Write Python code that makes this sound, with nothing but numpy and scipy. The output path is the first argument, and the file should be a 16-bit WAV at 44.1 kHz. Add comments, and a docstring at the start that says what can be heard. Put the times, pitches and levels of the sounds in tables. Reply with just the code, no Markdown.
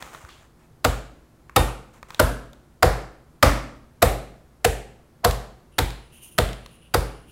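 """A glove rustles over a plastic bag in a quiet kitchen; then come eleven evenly paced, heavy blows.
An iron pot pounds bagged steaks on a sheet pan that lies on a wooden board. Each impact crushes the
film, claps out the trapped air, smacks the meat and excites damped modes of pan, pot, board and counter.
The room reverberates, the bag crinkles between blows, and a thin hiss sets in near the end."""
import sys
import numpy as np
from scipy import signal
from scipy.fft import rfft, irfft, next_fast_len
from scipy.io import wavfile
from scipy.ndimage import uniform_filter1d

SR = 44100
rng = np.random.default_rng(int(sys.argv[2]) if len(sys.argv) > 2 else 0)


def put_to_file(sound):
    """Save the sound as 16-bit audio at rate SR, in the file named by the first command-line argument."""
    columns = np.atleast_2d(sound).T  # one column per channel
    safe = np.clip(columns, -1, 1)
    whole_steps = np.round(safe * 32767)
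    wavfile.write(sys.argv[1], SR, whole_steps.astype(np.int16))


N = 322646

# Spectral shapes (f/Hz, relative density/dB)
RUSH_SPECTRUM = [(25, -2), (60, -2), (85, -8.5), (120, 1), (168, 1), (195, -16), (228, 1), (277, -9.5),
                 (347, -4.5), (400, -10.5), (1400, -19.5), (2670, -29), (3950, -30.5), (5700, -32),
                 (11000, -33.5), (16000, -38.5)]
GLOVE_SPECTRUM = [(180, -23.5), (300, -5), (450, -5.5), (700, -3), (1050, -0.5), (2000, -6.5), (4000, -17),
                  (5000, -19), (7000, -13), (9000, -18), (11500, -24.5), (15500, -24.5)]
SLACK_CREASE_SPECTRUM = [(300, -14.5), (700, -7.5), (1150, 9), (1700, -0.5), (2600, -4), (8000, -47)]
TAUT_CREASE_SPECTRUM = [(1000, -13.5), (2200, -2), (3600, -0.5), (5000, -9), (7500, -14), (11000, -22.5),
                        (16000, -18)]
FILM_SPECTRUM = [(300, -1.5), (1000, 2.5), (2000, 2), (2700, -1), (3800, -1.5), (5000, -1.5), (6100, -9.5),
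                 (7600, -3), (8800, -10.5), (10500, -7), (13000, -9), (16000, -12.5)]
MEAT_SPECTRUM = [(60, -16.5), (150, -5.5), (250, -3), (400, -1), (700, -6.5), (1000, -3.5), (2000, -17.5),
                 (6000, -52.5)]
# Slides of the glove (t/s, duration/s, level/dB)
GLOVE_STROKES = [(0, 0.45, -44), (0.128, 0.019, -50), (0.587, 0.063, -62.5), (1.929, 0.055, -55),
                 (2.081, .1, -51)]
# Creases snapping over (t/s, level/dB, tautness/0-1)
CREASE_SNAPS = [(.025, -36, 0.4), (.148, -41, .15), (.249, -47, .1), (0.29, -48, .15), (1.4958, -45, 0.07),
                (2.029, -41.5, 0.16), (2.1051, -39.5, 0.3), (2.146, -40.5, 0.92), (2.532, -54, 0.8),
                (5.31, -33, 0.84), (5.905, -43, 0.97), (6.49, -41, .7), (6.531, -44, 0.97),
                (6.661, -45.5, 0.75)]
# Reverberation time of the kitchen (f/Hz, T60/s)
ROOM_DECAY = [(100, 1), (250, 0.6), (600, 0.53), (1500, 0.56), (4000, 0.53), (8000, 0.47), (15000, .31)]
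# Colour of the reverberation (f/Hz, level/dB)
ROOM_COLOUR = [(60, -9), (200, -0.5), (350, 0), (500, -3.5), (750, -3), (1000, -3), (1350, -5), (2500, -2),
               (5000, -5), (9000, -0.5), (15000, -2)]
# Blows (t/s, force/dB, flatness of landing/dB, film crack/dB, low clap f/Hz, high clap f/Hz,
# film pop f/Hz, pot ring/dB, lead of first touch/s)
BLOWS = [(0.85, -2.5, -0.5, -0.5, 703, 1240, 3380, -21, .0066),
         (1.565, 1, -0.5, .5, 814, 1180, 10060, -7.5, 0.0043),
         (2.1999, 0.5, 0.5, 0, 593, 1380, 11200, -19.5, 0.0069),
         (2.831, 1.5, 1.5, -1.5, 723, 1180, 4810, -22, 0.006),
         (3.431, 4, -2.5, 1, 574, 1346, 5120, -16, 0.0051),
         (4.027, .5, 2.5, 2, 687, 1182, 11850, -19.5, .0091),
         (4.6499, -4.5, 4, 2, 725, 1650, 7400, -20.5, 0.0052), (5.25, -1, 2, 0, 723, 957, 4420, -23, 0.018),
         (5.789, -3, -5.5, 0.5, 747, 1160, 3870, -29, .0066),
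         (6.387, -2, -0.5, -1, 656, 1308, 3260, -20.5, 0.0076),
         (6.945, -2, 0, -2.5, 730, 1310, 4560, -20.5, 0.0062)]
# Parts of a blow, by name (level at middling force/dB, force slope/(dB/dB), flatness slope/(dB/dB))
BLOW_PARTS = {"crack": (-19, 0.22, 0), "pop": (-28, .1, .1), "low clap": (-17.5, 1, 0.99),
              "high clap": (-17.5, 1.4, 0), "smack": (-20, 0.89, 0), "pan": (-20.5, 0.57, 1.6),
              "boom": (-15.5, 1, 0), "room": (-5.5, 0.6, 0)}
# Modes of the iron pot, and of the counter with the air around it (f/Hz, relative level/dB, T60/s)
POT_MODES = [(1825, -23.5, 0.29), (1853, -21.5, 0.38), (3654, -15.5, .22), (4500, -29, .3)]
COUNTER_MODES = [(50.3, .5, .44), (69, 7.5, .115), (115.5, -7, .34), (125, -12.5, .6), (165, -19, .57)]
# Upper resonances of the hiss (f/Hz, width/Hz, relative level/dB)
HISS_HIGH_BANDS = [(6600, 1300, -11), (9580, 620, -3), (11600, 1200, -6.5), (13400, 1400, -9.5)]
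# Spurts of hiss (t/s, duration/s, low band level/dB, high bands level/dB)
HISS_SPURTS = [(6.118, 0.13, -57, -53.5), (6.218, .17, -57.5, -47), (6.702, .06, -69, -63),
               (6.812, 0.058, -63.5, -68.5), (7.27, .04, -59, -58)]


def amp(db):
    """Amplitude ratio of a level in decibels."""
    return 10 ** (np.asarray(db) / 20)


def unit(x):
    """Normalisation to rms 1."""
    return x / np.sqrt(np.mean(x ** 2) + 1e-20)


def burst(x):
    """Normalisation to the energy of 20 ms at rms 1."""
    return x / np.sqrt(np.sum(x ** 2) / (.02 * SR) + 1e-20)


def along(points, hz):
    """Interpolation of (f/Hz, value) points over log frequency."""
    f, values = np.transpose(points)
    return np.interp(np.log(hz + 1), np.log(f), values)


def filtered(x, response):
    """Convolution: the spectrum of x times a frequency response."""
    size = 2 * next_fast_len(len(x))
    return irfft(rfft(x, size) * response(np.fft.rfftfreq(size, 1 / SR)), size)[:len(x)]


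def coloured(x, points):
    """Minimum-phase (causal) filtering to a shape of (f/Hz, level/dB) points."""
    def response(hz):
        cepstrum = irfft(np.log(amp(along(points, hz))))
        half = len(cepstrum) // 2
        cepstrum[1:half] *= 2
        cepstrum[half + 1:] = 0
        return np.exp(rfft(cepstrum))
    return filtered(x, response)


def resonance(x, hz, width):
    """Resonance with steep skirts: two band-passes in series, normalised in energy."""
    for band in (width, 3 * width):
        x = filtered(x, lambda f: 1j * f * band / (hz * hz - f * f + 1j * f * band))
    return burst(x)


def add(track, start_s, x):
    """Superposition of x on the track."""
    start = max(round(start_s * SR), 0)
    track[start:start + len(x)] += x[:len(track[start:])]


def contact(t, rise, fall):
    """Force pulse: exponential growth until t = 0, then exponential release."""
    return np.exp(np.minimum(t, 0) / rise - np.maximum(t, 0) / fall)


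def mode(t, hz, t60, rise):
    """Damped oscillation, excited at t = 0."""
    t = np.maximum(t, 0)
    return np.sin(2 * np.pi * hz * t) * 10 ** (-3 * t / t60) * (1 - np.exp(-t / rise))


def crackle(n, spiky_db):
    """Noise with log-normal amplitude modulation: dense tiny collapses of uneven size."""
    sizes = unit(uniform_filter1d(rng.standard_normal(n), size=12))
    return rng.standard_normal(n) * amp(spiky_db * sizes)


def envelope(start, length, attack, sag_db_per_s, release):
    """Linear attack with exponential sag and release; times in seconds."""
    t = np.maximum(np.arange(N) / SR - start, 0)
    return np.minimum(t / attack, 1) * amp(-sag_db_per_s * t) * np.exp(-np.maximum(t - length, 0) / release)


def room_rush():
    """Stationary noise: a low rush, and the drone of the room's lowest resonance."""
    rush = amp(-55.5) * unit(coloured(rng.standard_normal(N), RUSH_SPECTRUM))
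    drone = amp(-58) * unit(resonance(rng.standard_normal(N), hz=60, width=23))
    return rush + drone


def glove_rustle():
    """Friction noise of the glove sliding over the bag."""
    sliding = sum(amp(db) * envelope(start, length, attack=.0084, sag_db_per_s=34, release=.025)
                  for start, length, db in GLOVE_STROKES)
    return sliding * unit(coloured(crackle(N, spiky_db=4), GLOVE_SPECTRUM))


def bag_creases():
    """Buckling: creases snap over, brighter when taut, and tick as the film relaxes after each blow."""
    track, t = np.zeros(N), np.arange(SR // 4) / SR
    settling = [(blow[0] + rng.uniform(.096, .12), -57.5, rng.random()) for blow in BLOWS]
    for start, db, tautness in CREASE_SNAPS + settling:
        buckle = crackle(len(t), spiky_db=2) * np.exp(-t / .0018)
        slack = np.sqrt(1 - tautness) * burst(coloured(buckle, SLACK_CREASE_SPECTRUM))
        taut = np.sqrt(tautness) * burst(coloured(buckle, TAUT_CREASE_SPECTRUM))
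        snap = amp(db) * (slack + taut)
        add(track, start, snap)
        add(track, start, reverberation(snap, wet_db=-7.5))
    return track


def reverberation(x, wet_db):
    """Diffuse field: echoes from cabinets and walls blur the spectrum of x and decay band by band."""
    power = np.cumsum(np.abs(rfft(x, SR)) ** 2)  # one bin per Hz
    below = lambda f: np.interp(f, np.arange(len(power)), power)
    centres = np.geomspace(40, 18000, num=50)
    spread = .14 * centres
    density = (below(centres + spread) - below(centres - spread)) / (2 * spread)
    colour_db = 10 * np.log10(density + 1e-14) + along(ROOM_COLOUR, centres)
    hz, t, noise = signal.stft(rng.standard_normal(SR), SR, nperseg=256)
    decay = 10 ** (-3 * t / along(ROOM_DECAY, hz)[:, None])
    tail = signal.istft(noise * decay, SR, nperseg=256)[1]
    tail *= 1 - np.exp(-(np.arange(len(tail)) / SR / .013) ** 2)  # echoes take time to thicken
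    return amp(wet_db) * coloured(tail / np.linalg.norm(tail), np.c_[centres, colour_db])


def radiated(x, cutoff_hz):
    """Radiation efficiency: furniture is too small to radiate its slowest motion."""
    return signal.sosfilt(signal.butter(4, cutoff_hz, "highpass", fs=SR, output="sos"), x)


def board_nudge():
    """Damped rocking of the board as the hand leans on the meat."""
    t = np.arange(N) / SR
    return amp(-31) * radiated(mode(t - .238, hz=75, t60=.065, rise=.0025), cutoff_hz=37)


def glove_scuff():
    """Transient friction: a short swish as the glove lets go of the film."""
    track, t = np.zeros(N), np.arange(SR // 3) / SR
    friction = crackle(len(t), spiky_db=2) * contact(t - .015, rise=.012, fall=.066)
    add(track, .288, amp(-48) * resonance(friction, hz=3160, width=1500))
    return track


def film_crack(t, crush, levels, film_db, pop_hz):
    """Crushed film gives a broadband crack and a resonant pop; smaller blisters pop more softly."""
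    slam = contact(t, rise=.002, fall=.002)
    brush = .32 * contact(t, rise=.032, fall=.012)
    crumple = crackle(len(t), spiky_db=4) * crush * (slam + brush)
    crack = amp(levels["crack"] + film_db) * burst(coloured(crumple, FILM_SPECTRUM))
    blister = crackle(len(t), spiky_db=3) * crush * slam
    pop_db = levels["pop"] + .3 * film_db - np.log2(pop_hz / 5000)  # -1 dB per octave
    return crack + amp(pop_db) * resonance(blister, pop_hz, width=.12 * pop_hz)


def air_clap(t, touch, levels, low_hz, high_hz):
    """Cavity resonance: air escaping between pot and meat rings at pitches set by its pockets' size."""
    squeeze = crackle(len(t), spiky_db=1.5) * touch * contact(t, rise=.0037, fall=.0035)
    low = amp(levels["low clap"]) * resonance(squeeze, low_hz, width=75)
    high = amp(levels["high clap"]) * resonance(squeeze, high_hz, width=.3 * high_hz)
    return low + high


def meat_smack(t, touch):
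    """Inelastic impact: soft meat gives a dull burst of noise."""
    squash = crackle(len(t), spiky_db=2) * touch * contact(t - .004, rise=.0045, fall=.016)
    return burst(coloured(squash, MEAT_SPECTRUM))


def pot_ring(t):
    """Free vibration of the iron pot in inharmonic modes."""
    return sum(amp(db) * mode(t, hz, t60, rise=.00091) for hz, db, t60 in POT_MODES)


def counter_boom(t):
    """Structure-borne sound: the board bounces at once, the counter once the meat is fully pressed."""
    board = amp(12) * mode(t - .001, hz=98, t60=.054, rise=.009)
    counter = sum(amp(db) * mode(t - .028, hz, t60, rise=.003) for hz, db, t60 in COUNTER_MODES)
    return radiated(board + counter, cutoff_hz=45)


def pan_knock(t, force_db):
    """Heavily damped mode, driven through the meat; a harder press stiffens the pan and raises it."""
    return burst(mode(t - .006, hz=492.6 + 4 * force_db, t60=.05, rise=.028))


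def pounding():
    """Impact excitation: force raises the levels; a flat landing traps more air and drives the pan more."""
    track, lead_s = np.zeros(N), .02
    t = np.arange(SR) / SR - lead_s  # the pot lands at t = 0
    approach = .02 * np.clip(1 + t / lead_s, 0, 1)
    onset = lambda early_s: np.clip((t + early_s) / .00035, 0, 1) + approach
    for start, force_db, flat_db, film_db, low_hz, high_hz, pop_hz, pot_db, early_s in BLOWS:
        levels = {part: base + by_force * force_db + by_flat * flat_db
                  for part, (base, by_force, by_flat) in BLOW_PARTS.items()}
        touch = onset(early_s)  # the pot brushes the loose film first
        crush = onset(min(early_s, .0065))  # the film cracks only just before the landing
        slap = (film_crack(t, crush, levels, film_db, pop_hz)
                + air_clap(t, touch, levels, low_hz, high_hz)
                + amp(levels["smack"]) * meat_smack(t, touch)
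                + amp(levels["pan"]) * pan_knock(t, force_db))
        ringing = amp(pot_db) * pot_ring(t) + amp(levels["boom"]) * counter_boom(t)
        add(track, start - lead_s, slap + ringing)
        add(track, start, reverberation(slap, levels["room"]))
    return track


def hiss(steady_from_s=5.72):
    """Narrow-band noise, modulated in amplitude: a thin, whistling hiss that flutters and spurts."""
    noise = rng.standard_normal(N)
    flutter = amp(1.9 * unit(uniform_filter1d(rng.standard_normal(N), size=900)))
    low = unit(resonance(noise, hz=2845, width=410))
    high = unit(sum(amp(db) * resonance(noise, hz, width) for hz, width, db in HISS_HIGH_BANDS))
    whistle = unit(resonance(noise, hz=9730, width=240))
    steady = (np.arange(N) / SR > steady_from_s) * (amp(-67.5) * low + amp(-70) * whistle)
    spurts = sum(envelope(start, length, attack=.019, sag_db_per_s=77, release=.02)
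                 * (amp(low_db) * low + amp(high_db) * high)
                 for start, length, low_db, high_db in HISS_SPURTS)
    return flutter * (steady + spurts)


def scene():
    """Superposition of all sources in one channel."""
    kitchen_work = pounding() + bag_creases() + glove_rustle() + glove_scuff() + board_nudge()
    return (kitchen_work + hiss() + room_rush())[None]


def record(dry):
    """Soft saturation rounds the loudest peaks; a steep low-pass limits the band."""
    cutoff_hz = 15850
    rounded = dry[0] / (1 + np.abs(dry[0]) ** 6) ** (1 / 6)
    return filtered(rounded, lambda hz: 1 / np.sqrt(1 + (hz / cutoff_hz) ** 260))[None]


dry = scene()
out = record(dry)
put_to_file(out)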